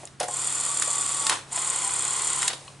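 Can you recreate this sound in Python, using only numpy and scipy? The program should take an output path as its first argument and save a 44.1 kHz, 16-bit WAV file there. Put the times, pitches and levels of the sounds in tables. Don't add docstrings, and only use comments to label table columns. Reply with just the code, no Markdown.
import sys
import numpy as np
from scipy import signal
from scipy.fft import rfft, irfft
from scipy.io import wavfile

SR = 44100
rng = np.random.default_rng(int(sys.argv[2]) if len(sys.argv) > 2 else 0)


def wav_out(sig):
    wavfile.write(sys.argv[1], SR, np.round(np.clip(np.atleast_2d(sig).T, -1, 1) * 32767).astype(np.int16))


N = 123479
T = np.arange(N) / SR

# (f/Hz, relative level/dB)
SHAFT_COLOUR = [(1000, -46), (5500, -40), (6500, -21), (6850, -7.5), (7200, 3.5), (7500, -3), (7770, -7),
                (8200, 0.5), (8900, -4), (9400, -15), (9800, -9), (10500, -20), (11000, -20.5)]
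# (f/Hz, relative level/dB)
ROOM_TONE_COLOUR = [(20, -10), (60, -3.5), (110, 4), (200, 0), (400, -4), (700, -19), (1200, -6),
                    (2500, -14), (6000, -21.5), (11000, -48)]
TICK_RISE_S = 0.0012


def amp(db):
    return 10 ** (np.asarray(db) / 20)


def unit(x):
    return x / np.sqrt(np.mean(x ** 2) + 1e-20)


def read(points, hz):
    f, value = np.transpose(points)
    return np.interp(np.log(hz + 1), np.log(f + 1), value)


def colour(x, points):
    log_gain = np.log(amp(read(points, abs(np.fft.fftfreq(4096, 1 / SR)))))
    taps = np.fft.ifft(np.exp(np.conj(signal.hilbert(log_gain)))).real
    return signal.oaconvolve(x, taps[:len(taps) // 2])[:N]


def noise():
    return rng.standard_normal(N)


def drift(seconds):
    lowpass = np.exp(-(np.fft.rfftfreq(N, 1 / SR) * seconds) ** 2)
    return unit(irfft(rfft(noise()) * lowpass, N))


def dying(t, t60):
    return np.exp(-np.log(1000) * np.maximum(t, 0) / t60)


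def add(mix, s, sound):
    part = mix[round(s * SR):][:len(sound)]
    part += sound[:len(part)]


def ring(modes, t):
    return sum(amp(db) * dying(t, t60) * np.sin(2 * np.pi * (hz * t + rng.random()))
               for hz, db, t60 in modes)


def hum():
    # (f/Hz, level/dB)
    hum_tones = [(102.3, -64), (136.3, -54.5)]
    waver = 0.1
    room_tone_db = -55
    tones = 0
    for hz, db in hum_tones:
        tone = np.sin(2 * np.pi * hz * T + waver * drift(0.073))
        tones = tones + amp(db) * unit(tone * (1 + waver * drift(0.056)))
    return tones + amp(room_tone_db) * unit(colour(noise(), ROOM_TONE_COLOUR))


def settling():
    # (t/s, level/dB, hold/s, t60/s)
    shakes = [(1.301, -25.5, 0.026, 0.24), (2.482, -38.5, 0.044, 0.17)]
    # (f/Hz, relative level/dB)
    shake_colour = [(80, -19), (170, -15), (280, 1), (450, -5), (620, -7.5), (950, 4), (1400, 0),
                    (1900, -4.5), (3600, -2.5), (4700, -9), (6000, -7), (9000, -4), (11000, -13.5)]
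    # (t/s, level/dB)
    coast_level = [(0, -47), (.06, -51), (.11, -58.5), (.2, -62), (1.3, -47), (1.42, -62), (1.5, -47),
                   (2.5, -50), (2.58, -48.5), (2.68, -48.5), (2.8, -56)]
    # (f/Hz, relative level/dB)
    coast_colour = [(100, -7), (350, 3.5), (620, 7.5), (850, 6.5), (1400, -2.5), (2200, -1), (3100, -1.5),
                    (5000, -3), (9000, 2), (11000, -7)]
    shake = sum(amp(db) * (T > s) * dying(T - s - hold, t60) for s, db, hold, t60 in shakes)
    grains = unit(colour(noise() * amp(1.84 * drift(0.0018)), shake_colour))
    hiss = unit(colour(noise(), coast_colour))
    return shake * grains + amp(np.interp(T, *np.transpose(coast_level))) * hiss


def knocks():
    # (t/s, level/dB, tilt/dB per octave, thud level against the modes/dB)
    knock_list = [(0.2075, -23, -6, -2.5), (0.233, -31.5, 7, -3.5), (0.2845, -30.5, 12, -9),
                  (0.875, -35, -4, -1)]
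    # (f/Hz, level/dB before tilt, t60/s)
    housing = [(414, -21, 0.049), (510, -7, 0.092), (607, -3.5, 0.084), (722, -5.5, 0.16), (820, -7, 0.13),
               (1055, -10, .05)]
    # (f/Hz, relative level/dB)
    thud_colour = [(200, -32), (320, -9.5), (420, 0), (560, 2), (800, 2.5), (1100, -3), (2500, -43)]
    # (f/Hz, level/dB, t60/s)
    pawl = [(1117, -1, 0.036), (2560, -5, 0.023), (2950, 2.5, 0.016), (3200, -4, 0.02), (4150, 0.5, 0.019)]
    pawl_s, pawl_db = 2.6788, -35
    thud_t60, knock_rise_s = 0.098, 0.0014
    out, t = np.zeros(N), np.arange(SR // 4) / SR
    thud_noise = unit(colour(noise(), thud_colour))
    pivot_hz = housing[2][0]
    for s, db, tilt, thud_db in knock_list:
        thud = amp(thud_db) * thud_noise[round(s * SR):][:len(t)] * dying(t, thud_t60)
        modes = [(hz, level + tilt * np.log2(hz / pivot_hz), t60) for hz, level, t60 in housing]
        add(out, s, amp(db) * np.minimum(t / knock_rise_s, 1) * (ring(modes, t) + thud))
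    add(out, pawl_s, amp(pawl_db) * np.minimum(t / TICK_RISE_S, 1) * ring(pawl, t))
    return out


def clicks():
    # (t/s, low level/dB, mid level/dB, high level/dB, top level/dB, crunch t60/s)
    click_list = [(0.032, -38, -48, -67, -55, 0.059), (0.0727, -49, -53, -43.5, -45, 0.016),
                  (0.1966, -50, -40, -51, -48, .02), (0.2006, -40, -34.5, -29.5, -23, 0.023),
                  (0.208, -44, -37, -33.5, -35, 0.11), (0.2285, -42, -36.5, -37, -32.5, 0.14),
                  (0.2835, -53, -38.5, -51, -33, 0.022), (0.8205, -59, -27, -27.5, -21.5, 0.05),
                  (1.266, -37, -28, -23, -18.5, 0.021), (1.295, -36, -21, -21, -15, 0.022),
                  (1.314, -38.5, -29.5, -35, -36, 0.031), (1.326, -34, -35, -34, -35, .025),
                  (1.574, -35, -37, -32, -43, 0.036), (2.419, -56, -34, -31.5, -33, .02),
                  (2.428, -44, -28.5, -27, -22.5, .022), (2.4787, -61, -27, -22, -18.5, 0.022),
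                  (2.501, -37.5, -35, -33.5, -47, 0.076), (2.531, -36.5, -37, -32, -36, 0.042)]
    band_edges = [260, 900, 2400, 5600, 12000]
    # (f/Hz, level against the crunch spectrum/dB, t60/s)
    chassis = [(1142, 3, 0.072), (1500, -14, 0.022), (1816, 3.5, 0.05), (2100, 3.5, 0.043),
               (2910, -1.5, 0.069), (3799, 0, 0.055), (4730, -12, .025), (6030, -11, 0.034),
               (9500, -10, 0.022)]
    hold_s, ring_db = 0.0021, -7
    out, t = np.zeros(N), np.arange(SR // 5) / SR
    edges = list(zip(band_edges, band_edges[1:]))
    centres = np.sqrt(np.prod(edges, 1))
    bands = [signal.butter(5, e, "band", fs=SR, output="sos") for e in edges]
    for s, *levels, t60 in click_list:
        crunch = sum(amp(db) * unit(signal.sosfilt(band, rng.standard_normal(len(t))))
                     for band, db in zip(bands, levels))
        strength = list(zip(centres, levels))
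        body = ring([(hz, db + read(strength, hz), life) for hz, db, life in chassis], t)
        click = crunch * dying(t - hold_s, t60) + amp(ring_db) * body
        add(out, s, np.minimum(t / TICK_RISE_S, 1) * click)
    return out


def slaps():
    # (t/s, level/dB)
    slap_list = [(0.0541, -26.5), (0.548, -17.5), (0.6, -17), (0.652, -17), (0.7018, -16), (0.8596, -22.5),
                 (0.9128, -15.5), (1.0183, -17), (1.5273, -24), (1.7, -17), (1.875, -23), (1.989, -21),
                 (2.051, -14.5), (2.271, -19)]
    slap_t60 = .013
    strokes = sum(amp(db) * (T > s) * dying(T - s, slap_t60) for s, db in slap_list)
    return unit(colour(noise(), SHAFT_COLOUR)) * strokes


def motor(spell, speed, whine_curve, gear_colour):
    # (share of the whine pitch, relative level/dB)
    meshes = [(1, 0), (.8, -8)]
    start, first, stop, spin_up, chatter_db, gear_db = spell
    turns = np.cumsum(np.interp(T, *np.transpose(speed))) / SR
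    turns -= np.interp(first, T, turns)
    stop_s = 0.0071
    running = 1 - np.exp(-np.maximum(T - start, 0) / spin_up)
    running *= np.exp(-np.maximum(T - stop, 0) / stop_s)

    ticks_per_s, tick_spread_db, turn_spread_db = 2800, 4.5, 0.4
    beat_db, beat_width = 6.5, .21
    slap_db, slap_width = 2.5, .06
    angle = (turns + .5) % 1 - .5
    beat = np.exp(-(angle / beat_width) ** 2)
    slap = np.exp(-(angle / slap_width) ** 2)
    each_turn = rng.standard_normal(N)[np.round(turns).astype(int)]
    ticks = (rng.random(N) < ticks_per_s / SR) * np.sign(noise())
    ticks *= amp(tick_spread_db * np.minimum(noise(), 1))
    swell_db = beat * (beat_db + turn_spread_db * each_turn) + slap_db * slap
    chatter = unit(colour(ticks * amp(swell_db), SHAFT_COLOUR))

    at, pitch, level = np.transpose(whine_curve)
    mesh_wander, wander_s, mesh_flutter = .05, .02, .25
    cycles = np.cumsum(np.interp(T, at, pitch)) / SR
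    mesh = 2 * np.pi * (cycles + mesh_wander * drift(wander_s))
    whine = unit(sum(amp(db) * np.sin(share * mesh) * (1 + mesh_flutter * drift(0.0092))
                     for share, db in meshes))

    tooth_depth, gear_beat_db, load_db_per_s = .6, 1.0, 1.5
    teeth = 1 + tooth_depth * np.cos(mesh)
    uneven = amp(gear_beat_db * (np.cos(4 * np.pi * turns) + drift(0.0033)))
    rasp = unit(colour(noise() * teeth * uneven, gear_colour))
    load = amp(load_db_per_s * (T - (start + stop) / 2))

    whine_level = amp(np.interp(T, at, level))
    return running * (amp(chatter_db) * chatter + load * amp(gear_db) * rasp + whine_level * whine)


def room(x):
    # (f/Hz, t60/s)
    room_decay = [(200, 1), (1000, 0.46), (4000, 0.43), (10000, 0.35)]
    tail_db, early_db, early_s = -12, -11.5, 0.0057
    t = np.arange(SR // 2) / SR
    taps = rng.standard_normal((2, len(t))) * (rng.random((2, len(t))) < .08) * (t > .001)
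    early = taps[0] * np.exp(-t / early_s)
    hz, at, z = signal.stft(taps[1], SR, nperseg=256)
    tail = signal.istft(z * dying(at, read(room_decay, hz)[:, None]), SR)[1][:len(t)]
    early = amp(early_db) * early / np.linalg.norm(early)
    tail = amp(tail_db) * tail / np.linalg.norm(tail)
    return x + signal.oaconvolve(x, early + tail)[:N]


def spread(x):
    # (f/Hz, side level/dB)
    width = [(100, -27.5), (500, -12.5), (1200, -11.5), (2800, -10.5), (5000, -10), (8000, -18),
             (11000, -14.5)]
    scatter_s = .03
    t = np.arange(SR // 6) / SR
    scatter = rng.standard_normal(len(t)) * np.exp(-t / scatter_s)
    side = colour(signal.oaconvolve(x, scatter / np.linalg.norm(scatter))[:N], width)
    return np.array([x + side, x - side])


def scene():
    # (start t/s, first chatter t/s, stop t/s, spin-up/s, chatter level/dB, gear rasp level/dB)
    spells = [(0.265, 0.285, 1.298, 0.055, -28, -33.5), (1.508, 1.5284, 2.487, 0.025, -28, -33)]
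    # (t/s, speed/turns per s)
    speed_out = [(0.287, 35), (0.36, 37.73), (0.48, 37.7), (0.62, 36), (0.901, 38.33), (1.1, 36.6),
                 (1.292, 40.3)]
    speed_back = [(1.529, 29.02), (1.62, 36.39), (1.8, 33.82), (2.0, 34.96), (2.2, 35.75), (2.35, 35.49),
                  (2.48, 32.06)]
    # (t/s, pitch f/Hz, level/dB)
    whine_out = [(0.301, 1042, -39.5), (0.421, 1125, -54), (0.602, 1166, -46.5), (0.7, 1147, -38.5),
                 (0.78, 1160, -45), (0.9, 1145, -39), (1.08, 1134, -41.5), (1.181, 1145, -40.5),
                 (1.28, 1105, -35.5)]
    whine_back = [(1.53, 900, -40.5), (1.611, 1070, -43), (1.68, 1090, -44.5), (1.8, 1015, -49.5),
                  (1.874, 985, -33.5), (1.95, 1010, -60), (2.08, 1075, -42.5), (2.3, 1085, -54),
                  (2.45, 988, -38.5)]
    # (f/Hz, relative level/dB)
    gears_out = [(80, -23), (190, -13), (260, -5.5), (520, -5), (610, -8), (680, -8.5), (900, -1.5),
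                 (1130, 0.5), (1350, 1), (1630, -11), (1800, -5), (2400, -5), (2700, -7.5), (3450, -1.5),
                 (4100, -7.5), (4500, -1.5), (5400, -9), (5900, -2.5), (6300, -5.5), (11000, -7)]
    gears_back = [(80, -16), (220, -11), (400, -2), (520, -6), (610, -14), (680, -6.5), (760, -3.5),
                  (1000, 4), (1350, 2), (1630, -7.5), (2080, 0), (2600, -7), (3200, 0), (3800, -4.5),
                  (4400, -2), (5200, -7.5), (6300, -3.5), (11000, -8.5)]
    drive = motor(spells[0], speed_out, whine_out, gears_out)
    drive = drive + motor(spells[1], speed_back, whine_back, gears_back)
    deck = spread(room(drive + slaps() + clicks() + knocks() + settling()))
    air_side_db = -65
    air = amp(air_side_db) * unit(colour(noise(), ROOM_TONE_COLOUR))
    return deck + hum() + np.array([air, -air])


def record(dry):
    edge_hz = 11150
    lowpass = signal.firwin(401, edge_hz, window=("kaiser", 8), fs=SR)
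    return signal.oaconvolve(dry, lowpass[None], "same")


dry = scene()
out = record(dry)
wav_out(out)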